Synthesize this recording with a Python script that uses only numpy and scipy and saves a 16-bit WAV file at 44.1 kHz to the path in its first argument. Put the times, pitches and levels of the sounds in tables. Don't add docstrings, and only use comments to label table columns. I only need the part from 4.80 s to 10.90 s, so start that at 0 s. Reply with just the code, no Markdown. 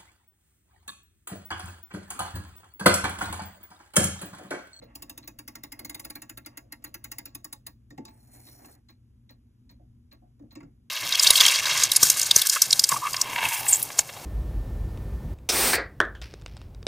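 import sys
import numpy as np
from scipy.fft import rfft, irfft, next_fast_len
from scipy.io import wavfile
from scipy.ndimage import uniform_filter1d, map_coordinates

SR = 44100
rng = np.random.default_rng(int(sys.argv[2]) if len(sys.argv) > 2 else 0)


def persist_wave(psi):
    counts = np.round(np.clip(psi, -1, 1) * 32767).astype(np.int16)
    wavfile.write(sys.argv[1], SR, np.atleast_2d(counts).T)


N = 268999
SPAN_SAMPLES = SR // 4

# nominal time in seconds, strength in dB, favoured pawl pitch in Hz.
RATCHET_TEETH = [(0.153, -37, 5320), (0.222, -37.5, 5100), (0.296, -37.5, 6500), (0.376, -38.5, 6500),
                 (0.4754, -37.5, 7030), (0.588, -39, 5660), (0.6781, -37.5, 5300), (0.754, -38, 5170),
                 (0.835, -36.5, 5360), (0.92, -37, 5270), (0.9922, -37.5, 4920), (1.048, -35, 4350),
                 (1.0959, -34.5, 4860), (1.145, -35, 3750), (1.196, -37.5, 4470), (1.248, -36, 4720),
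                 (1.3006, -36, 4240), (1.354, -36, 4340), (1.4195, -39, 6940), (1.495, -38, 6940),
                 (1.5736, -39.5, 4420), (1.6613, -39, 4630), (1.773, -38.5, 4370), (1.923, -37, 4300),
                 (2.042, -36.5, 6860), (2.1424, -37, 4930), (2.242, -37, 7030), (2.316, -35, 6100),
                 (2.384, -33.5, 4700), (2.456, -39, 4360), (2.5494, -36.5, 4740), (2.645, -35.5, 4730),
                 (2.7268, -35, 3690), (2.866, -35.5, 4580)]
# pitch in Hz, width in Hz, relative gain in dB.
PAWL_MODES = [(3750, 160, -1), (4300, 220, -3), (4650, 200, 0), (5080, 240, -1), (5350, 240, -4),
              (5850, 300, -7), (6500, 240, -4), (6930, 220, -3), (7400, 280, -6)]
PLATE_MODES = [(1375, 60, -2.5), (1653, 28, 0), (1855, 43, 0.5), (2085, 93, -2.5), (2286, 84.7, -10),
               (2444, 54, -12.5), (2522, 68, -7.5), (2716, 92, -3.5)]
CASE_MODES = [(139.3, 79, -3.5), (195, 33, -1.5), (224, 25, 1.5), (295.6, 36, 5.5), (355.7, 17, -2),
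              (527, 120, -3.5), (720, 60, -7)]
DIAL_MODES = [(669, 14, -0.5), (849, 32.5, 6), (943, 22, 3.5), (1115.6, 39.6, 4)]


def amp(db):
    return 10 ** (np.asarray(db) / 20)


def unit(x):
    return x / np.sqrt(np.mean(x ** 2, axis=-1, keepdims=True) + 1e-20)


def along(points, hz):
    f, v = np.transpose(points)
    return np.interp(np.log(hz + 1), np.log(f + 1), v)


def curves(rows):
    s, *cols = np.transpose(rows)
    t = np.arange(N) / SR
    return [np.interp(t, s, c, left=-200, right=-200) for c in cols]


def wobble(knots_per_s):
    knots = rng.standard_normal(int(N * knots_per_s / SR) + 4)
    return map_coordinates(knots, [np.arange(N) * knots_per_s / SR])


def filtered(x, response):
    m = next_fast_len(x.shape[-1] + SPAN_SAMPLES)
    f = np.fft.rfftfreq(m, 1 / SR)
    return irfft(rfft(x, m) * response(f), m)[..., :x.shape[-1]]


def body(modes, scatter_db=None):
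    def response(f):
        hz, width_hz, db = np.array(modes, float).T[..., None]
        sign = (-1.) ** np.arange(len(modes))[:, None]
        damping = 1j * f * width_hz
        each = sign * amp(db) * damping / (hz * hz - f * f + damping)
        return each.sum(0) if scatter_db is None else amp(scatter_db) @ each
    return response


def noise(response):
    return unit(filtered(rng.standard_normal((2, N)), response))


def blows(times, db, response, rise, t60, tail_db, tail_t60):
    t = np.arange(SPAN_SAMPLES) / SR
    steps = rng.standard_normal((len(times), SPAN_SAMPLES // 25))
    impacts = amp(3.1 * np.repeat(steps, 25, axis=1))
    decay = impacts * amp(-60 * t / t60) + amp(tail_db - 60 * t / tail_t60)
    shape = (1 - np.exp(-t / rise)) ** 3 * decay
    bursts = rng.standard_normal((len(times), 2, SPAN_SAMPLES)).swapaxes(0, 1) * shape
    rings = filtered(bursts, response)
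    power = uniform_filter1d(rings ** 2, size=SR // 200).max(-1)
    rings = rings * (amp(db) / np.sqrt(power))[..., None]
    out = np.zeros((2, N + SPAN_SAMPLES))
    for k, s in enumerate(times):
        start = round(s * SR)
        out[:, start:start + SPAN_SAMPLES] += rings[:, k]
    return out[:, :N]


def struck(modes, times, scatter_db, favoured_hz=None, fall_db=0, reach=.1):
    change_db = scatter_db * rng.standard_normal((len(times), len(modes)))
    if favoured_hz is not None:
        octaves = np.log2(np.array(modes)[:, 0] / favoured_hz[:, None])
        change_db = change_db - fall_db * (1 - np.exp(-(octaves / reach) ** 2))
    return body(modes, change_db)


def room():
    # pitch in Hz, level in dB rms before wavering.
    hum_partials = [(59.2, -77), (118.4, -62.5), (236.9, -72)]
    # frequency in Hz, relative density in dB.
    rumble_spectrum = [(15, -38.5), (30, -8.5), (55, 3.5), (85, -1.5), (120, 0), (165, -14), (235, -4),
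                       (300, -16), (400, -24), (520, -30.5), (900, -76)]
    hiss_spectrum = [(200, 6), (500, 5.5), (1000, 5.5), (2000, -1.5), (4000, -1), (7000, -5), (11000, -3),
                     (14500, -7), (15300, -35), (16000, -34)]
    t = np.arange(N) / SR
    hum = 0
    for hz, db in hum_partials:
        level = np.sqrt(2) * amp(db + 2.1 * wobble(5.3))
        hum = hum + level * np.sin(2 * np.pi * hz * t + 0.8 * wobble(5))
    rumble = amp(-57.5 + 0.83 * wobble(3.2)) * noise(lambda f: amp(along(rumble_spectrum, f)))
    hiss = amp(-80) * noise(lambda f: amp(along(hiss_spectrum, f)))
    return hum + rumble + hiss


def crank_speed():
    stop_s = .12
    s = np.transpose(RATCHET_TEETH)[0]
    middles = (s[1:] + s[:-1]) / 2
    doublings = np.log2(1 / (12 * np.diff(s)))
    return np.interp(np.arange(N) / SR, [*middles, s[-1] + stop_s], [*doublings, -6])


def finger_slide():
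    # time in seconds, hiss level in dB, scuff level in dB.
    slide_levels = [(3.27, -84, -62), (3.31, -68.5, -66), (3.4, -65.5, -70), (3.55, -60, -63.5),
                    (3.7, -54, -59.5), (3.76, -53.5, -61), (3.84, -56, -56), (3.95, -56, -61),
                    (3.97, -72, -65), (4.02, -88, -84)]
    # pitch in Hz, width in Hz, relative gain in dB.
    slide_modes = [(2230, 360, -9), (4250, 130, -0.5), (5430, 540, -4.5), (5620, 100, -1), (6920, 300, -2),
                   (8190, 39, 2), (10100, 400, -5), (9870, 180, 4), (11030, 260, -0.5), (13400, 800, 1),
                   (14560, 430, 5)]
    scuff_modes = [(275, 47, 2.5), (747, 185, -3.5), (1920, 540, -15.5)]
    hiss_db, scuff_db = curves(slide_levels)
    slips = amp(2.5 * wobble(70) + 2.5 * wobble(400))
    singing = 0
    for mode in slide_modes:
        band = lambda f: body([mode])(f) / (1 + (f / 15200) ** 40)
        singing = singing + amp(mode[2] + 3.0 * wobble(8.1)) * noise(band)
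    hiss = amp(hiss_db) * unit(slips * singing)
    scuff = amp(scuff_db + 2.8 * wobble(40)) * noise(body(scuff_modes))
    return hiss + scuff


def arbor_grind():
    brass_at_12_teeth_db, brass_db_per_doubling = -72, 9.5
    case_at_12_teeth_db, case_db_per_doubling = -65, 6.5
    speed = crank_speed()
    brass_db = brass_at_12_teeth_db + brass_db_per_doubling * speed + 4 * wobble(26.98)
    case_db = case_at_12_teeth_db + case_db_per_doubling * speed + 3.1 * wobble(19)
    brass = amp(brass_db) * noise(body(DIAL_MODES + PLATE_MODES))
    case = amp(case_db) * noise(body(CASE_MODES[2:]))
    return brass + case


def escapement():
    beats_s = [0.021, .425, 0.831, 1.238, 1.646, 2.055, 2.463, 2.862, 3.273, 3.671, 4.084, 4.49, 4.891,
               5.311, 5.706]
    # pallet, drop, dial and case, all in dB.
    tick_levels = (-54.5, -60, -61.5, -57.5)
    tock_levels = (-53, -55.5, -59.5, -53.5)
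    # pitch in Hz, width in Hz, relative gain in dB.
    pallet_modes = [(2060, 290, -12), (2366, 64, -6), (4130, 190, 3.5), (5710, 120, -16.5),
                    (6310, 220, -17.5)]
    drop_modes = [(11900, 190, -19), (14170, 590, -8.5), (14460, 250, -6), (15460, 510, -10)]
    s = np.array(beats_s)
    levels = np.resize([tick_levels, tock_levels], (len(s), len(tick_levels)))
    pallet_db, drop_db, dial_db, case_db = levels.T
    pallet = blows(s, pallet_db, struck(pallet_modes, s, 0.69),
                   rise=0.0014, t60=0.13, tail_db=-51, tail_t60=0.33)
    drop = blows(s + 0.016, drop_db, struck(drop_modes, s, 3.4),
                 rise=0.00081, t60=0.064, tail_db=-20, tail_t60=0.051)
    dial = blows(s + 0.003083, dial_db, struck(DIAL_MODES + PLATE_MODES, s, 2),
                 rise=0.0014, t60=0.13, tail_db=-32, tail_t60=0.14)
    wood = struck(CASE_MODES, s, 0.7, np.full(len(s), 295), fall_db=3.5, reach=0.21)
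    case = blows(s + 0.0099, case_db, wood, rise=0.0033, t60=0.048, tail_db=-11.5, tail_t60=0.21)
    return pallet + drop + dial + case


def wheels(times, count, width_hz, scatter_db):
    # frequency in Hz, relative gain in dB.
    crack_spectrum = [(600, -2), (2000, -12.5), (3300, -13), (5000, -22.5), (7800, -4), (9000, -5.5),
                      (11000, 0.5), (13500, -4), (15200, 5), (16800, -4.5)]
    hz = np.linspace(1500, 16500, count) + 25 * rng.standard_normal(count)
    dense = struck([(c, width_hz, 0) for c in hz], times, scatter_db)
    return lambda f: dense(f) * amp(along(crack_spectrum, f))


def knocks():
    # time in seconds, steel level in dB, brass level in dB,
    # favoured plate pitch in Hz, case level in dB, favoured case pitch in Hz.
    knock_rows = [(0.013, -90, -59, 1580, -44, 530), (2.021, -68, -67.5, 2370, -67, 300),
                  (3.103, -56.5, -51, 1920, -46.5, 268), (3.176, -56.5, -48, 2180, -35, 244),
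                  (3.25, -46.5, -53.5, 2470, -62, 294), (3.279, -61, -57.5, 2270, -59, 294),
                  (3.844, -65, -52.5, 1653, -51, 281), (4.665, -86, -90, 950, -78, 305),
                  (4.992, -95, -83, 860, -58, 680), (5.415, -94, -87, 860, -56.5, 710),
                  (5.592, -75.5, -70, 860, -44.5, 298), (5.621, -82, -76, 860, -45.5, 235),
                  (5.642, -92, -80, 857, -55, 313), (5.752, -52, -50, 2270, -38, 337),
                  (5.802, -66, -51, 2200, -44, 318), (5.828, -68, -56, 1375, -45, 142)]
    s, steel_db, brass_db, brass_hz, case_db, case_hz = np.transpose(knock_rows)
    crack_db, pawl_db = steel_db - 4, steel_db + 1
    crack = blows(s, crack_db, wheels(s, count=220, width_hz=97, scatter_db=9.5),
                  rise=0.00061, t60=0.016, tail_db=-27.0, tail_t60=0.19)
    pawl = blows(s, pawl_db, struck(PAWL_MODES, s, 0.38),
                 rise=0.0014, t60=0.023, tail_db=-7.5, tail_t60=0.11)
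    brass = struck(DIAL_MODES + PLATE_MODES, s, 2, brass_hz, fall_db=11, reach=.1)
    plates = blows(s, brass_db, brass, rise=0.0019, t60=0.016, tail_db=-24.5, tail_t60=0.18)
    wood = struck(CASE_MODES, s, 1.5, case_hz, fall_db=14, reach=.2)
    dulled = lambda f: wood(f) / (1 + 1j * f / 900) ** 2
    case = blows(s + 0.00391, case_db, dulled, rise=0.0013, t60=0.0047, tail_db=-21.5, tail_t60=0.21)
    return crack + pawl + plates + case


def loose_rod():
    # time in seconds, level in dB, favoured pitch in Hz.
    rod_jolts = [(3.182, -42, 780), (3.256, -53, 880)]
    # pitch in Hz, width in Hz, relative gain in dB.
    rod_modes = [(780, 60, 0), (878, 6, 24)]
    s, db, hz = np.transpose(rod_jolts)
    return blows(s, db, struck(rod_modes, s, 1.5, hz, fall_db=16),
                 rise=0.0003, t60=0.002, tail_db=-50, tail_t60=0.2)


def ratchet():
    # time in seconds, key level in dB, plate level in dB,
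    # favoured plate pitch in Hz, case level in dB; levels are relative to the tooth's strength.
    crank_answer = [(0.15, -26, -15.5, 2730, -11), (0.5, -15, -11.5, 2530, -9), (0.7, -27, -8, 2070, -9.5),
                    (1.2, -23.5, -10, 2120, -11.5), (1.37, -20, -12, 2350, -9.5),
                    (1.45, -16, -9.5, 1380, -8.5), (1.651, -5, -6, 2003, -7.5),
                    (2.35, -1.5, -8.5, 2000, -16), (2.52, 0, -13.5, 2690, -8.5),
                    (2.65, -4, -16.5, 1757, -14.5), (2.87, -22, -15, 1810, -21)]
    # pitch in Hz, width in Hz, relative gain in dB.
    key_modes = [(10360, 216, 6.5), (10530, 90, -36), (13000, 137.7, -16.5), (11320, 540, 26)]
    s, db, pawl_hz = np.transpose(RATCHET_TEETH)
    at, *parts = np.transpose(crank_answer)
    key_db, plates_db, plates_hz, case_db = [np.interp(s, at, part) for part in parts]
    s = s - .002
    crack = blows(s, db, wheels(s, count=220, width_hz=108, scatter_db=5.0),
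                  rise=0.0011, t60=0.021, tail_db=-27.0, tail_t60=0.16)
    steel = struck(PAWL_MODES, s, 3.85, pawl_hz, fall_db=9, reach=0.026)
    pawl = blows(s, db - 4.5, steel, rise=0.0021, t60=0.032, tail_db=-24.5, tail_t60=0.19)
    key = blows(s, db + key_db, struck(key_modes, s, 1.89),
                rise=0.0014, t60=0.016, tail_db=-33.5, tail_t60=0.05)
    brass = struck(PLATE_MODES, s, 1.8, plates_hz, fall_db=14.5, reach=0.058)
    plates = blows(s, db + plates_db, brass, rise=0.0013, t60=0.0085, tail_db=-10.5, tail_t60=0.084)
    dial = blows(s, db - 14, struck(DIAL_MODES, s, 0.7),
                 rise=0.0021, t60=0.036, tail_db=-9, tail_t60=0.12)
    wood = struck(CASE_MODES, s, 1.2, np.full(len(s), 295), fall_db=11.5, reach=0.27)
    case = blows(s + .004, db + case_db, wood, rise=0.0025, t60=0.0098, tail_db=-25, tail_t60=0.14)
    scrape = blows(s - .014, db - 29, struck(PLATE_MODES + PAWL_MODES, s, 2.5),
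                   rise=.012, t60=.1, tail_db=-30, tail_t60=.05)
    return scrape + crack + pawl + key + plates + dial + case


def scene():
    winding = ratchet() + knocks() + loose_rod()
    return winding + escapement() + finger_slide() + arbor_grind() + room()


def record(dry):
    # frequency in Hz, correlation from 0 to 1.
    port_likeness = [(30, .99), (120, .97), (300, .94), (600, .72), (1500, .74), (2800, .7), (3800, .93),
                     (5000, .96), (15000, .95)]
    # frequency in Hz, left minus right in dB.
    port_balance = [(60, 0.3), (380, 0.4), (700, -4), (1300, -2), (2400, 0.5), (4400, 0)]
    # frequency in Hz, gain in dB.
    mic_response = [(15000, -1.5), (15700, -4), (16100, -18), (16900, -37)]
    lead_s, flip_hz, top_hz = 226e-6, 412, 16950
    turn = lambda f: np.arccos(np.clip(along(port_likeness, f), -1, 1)) / 2
    common, apart = filtered(dry, lambda f: np.array([np.cos(turn(f)), np.sin(turn(f))]))
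    above = lambda f: 1 / (1 + (flip_hz / (f + 1)) ** 6)
    phase = lambda f: above(f) * (2 * np.pi * f * lead_s - np.pi)
    left = lambda f: amp(along(port_balance, f) / 2) * np.exp(.5j * phase(f))
    mixed = np.array([common + apart, common - apart])
    ports = filtered(mixed, lambda f: np.array([left(f), 1 / left(f)]))
    return filtered(ports, lambda f: amp(along(mic_response, f)) * (f < top_hz))


dry = scene()
out = record(dry)
persist_wave(out)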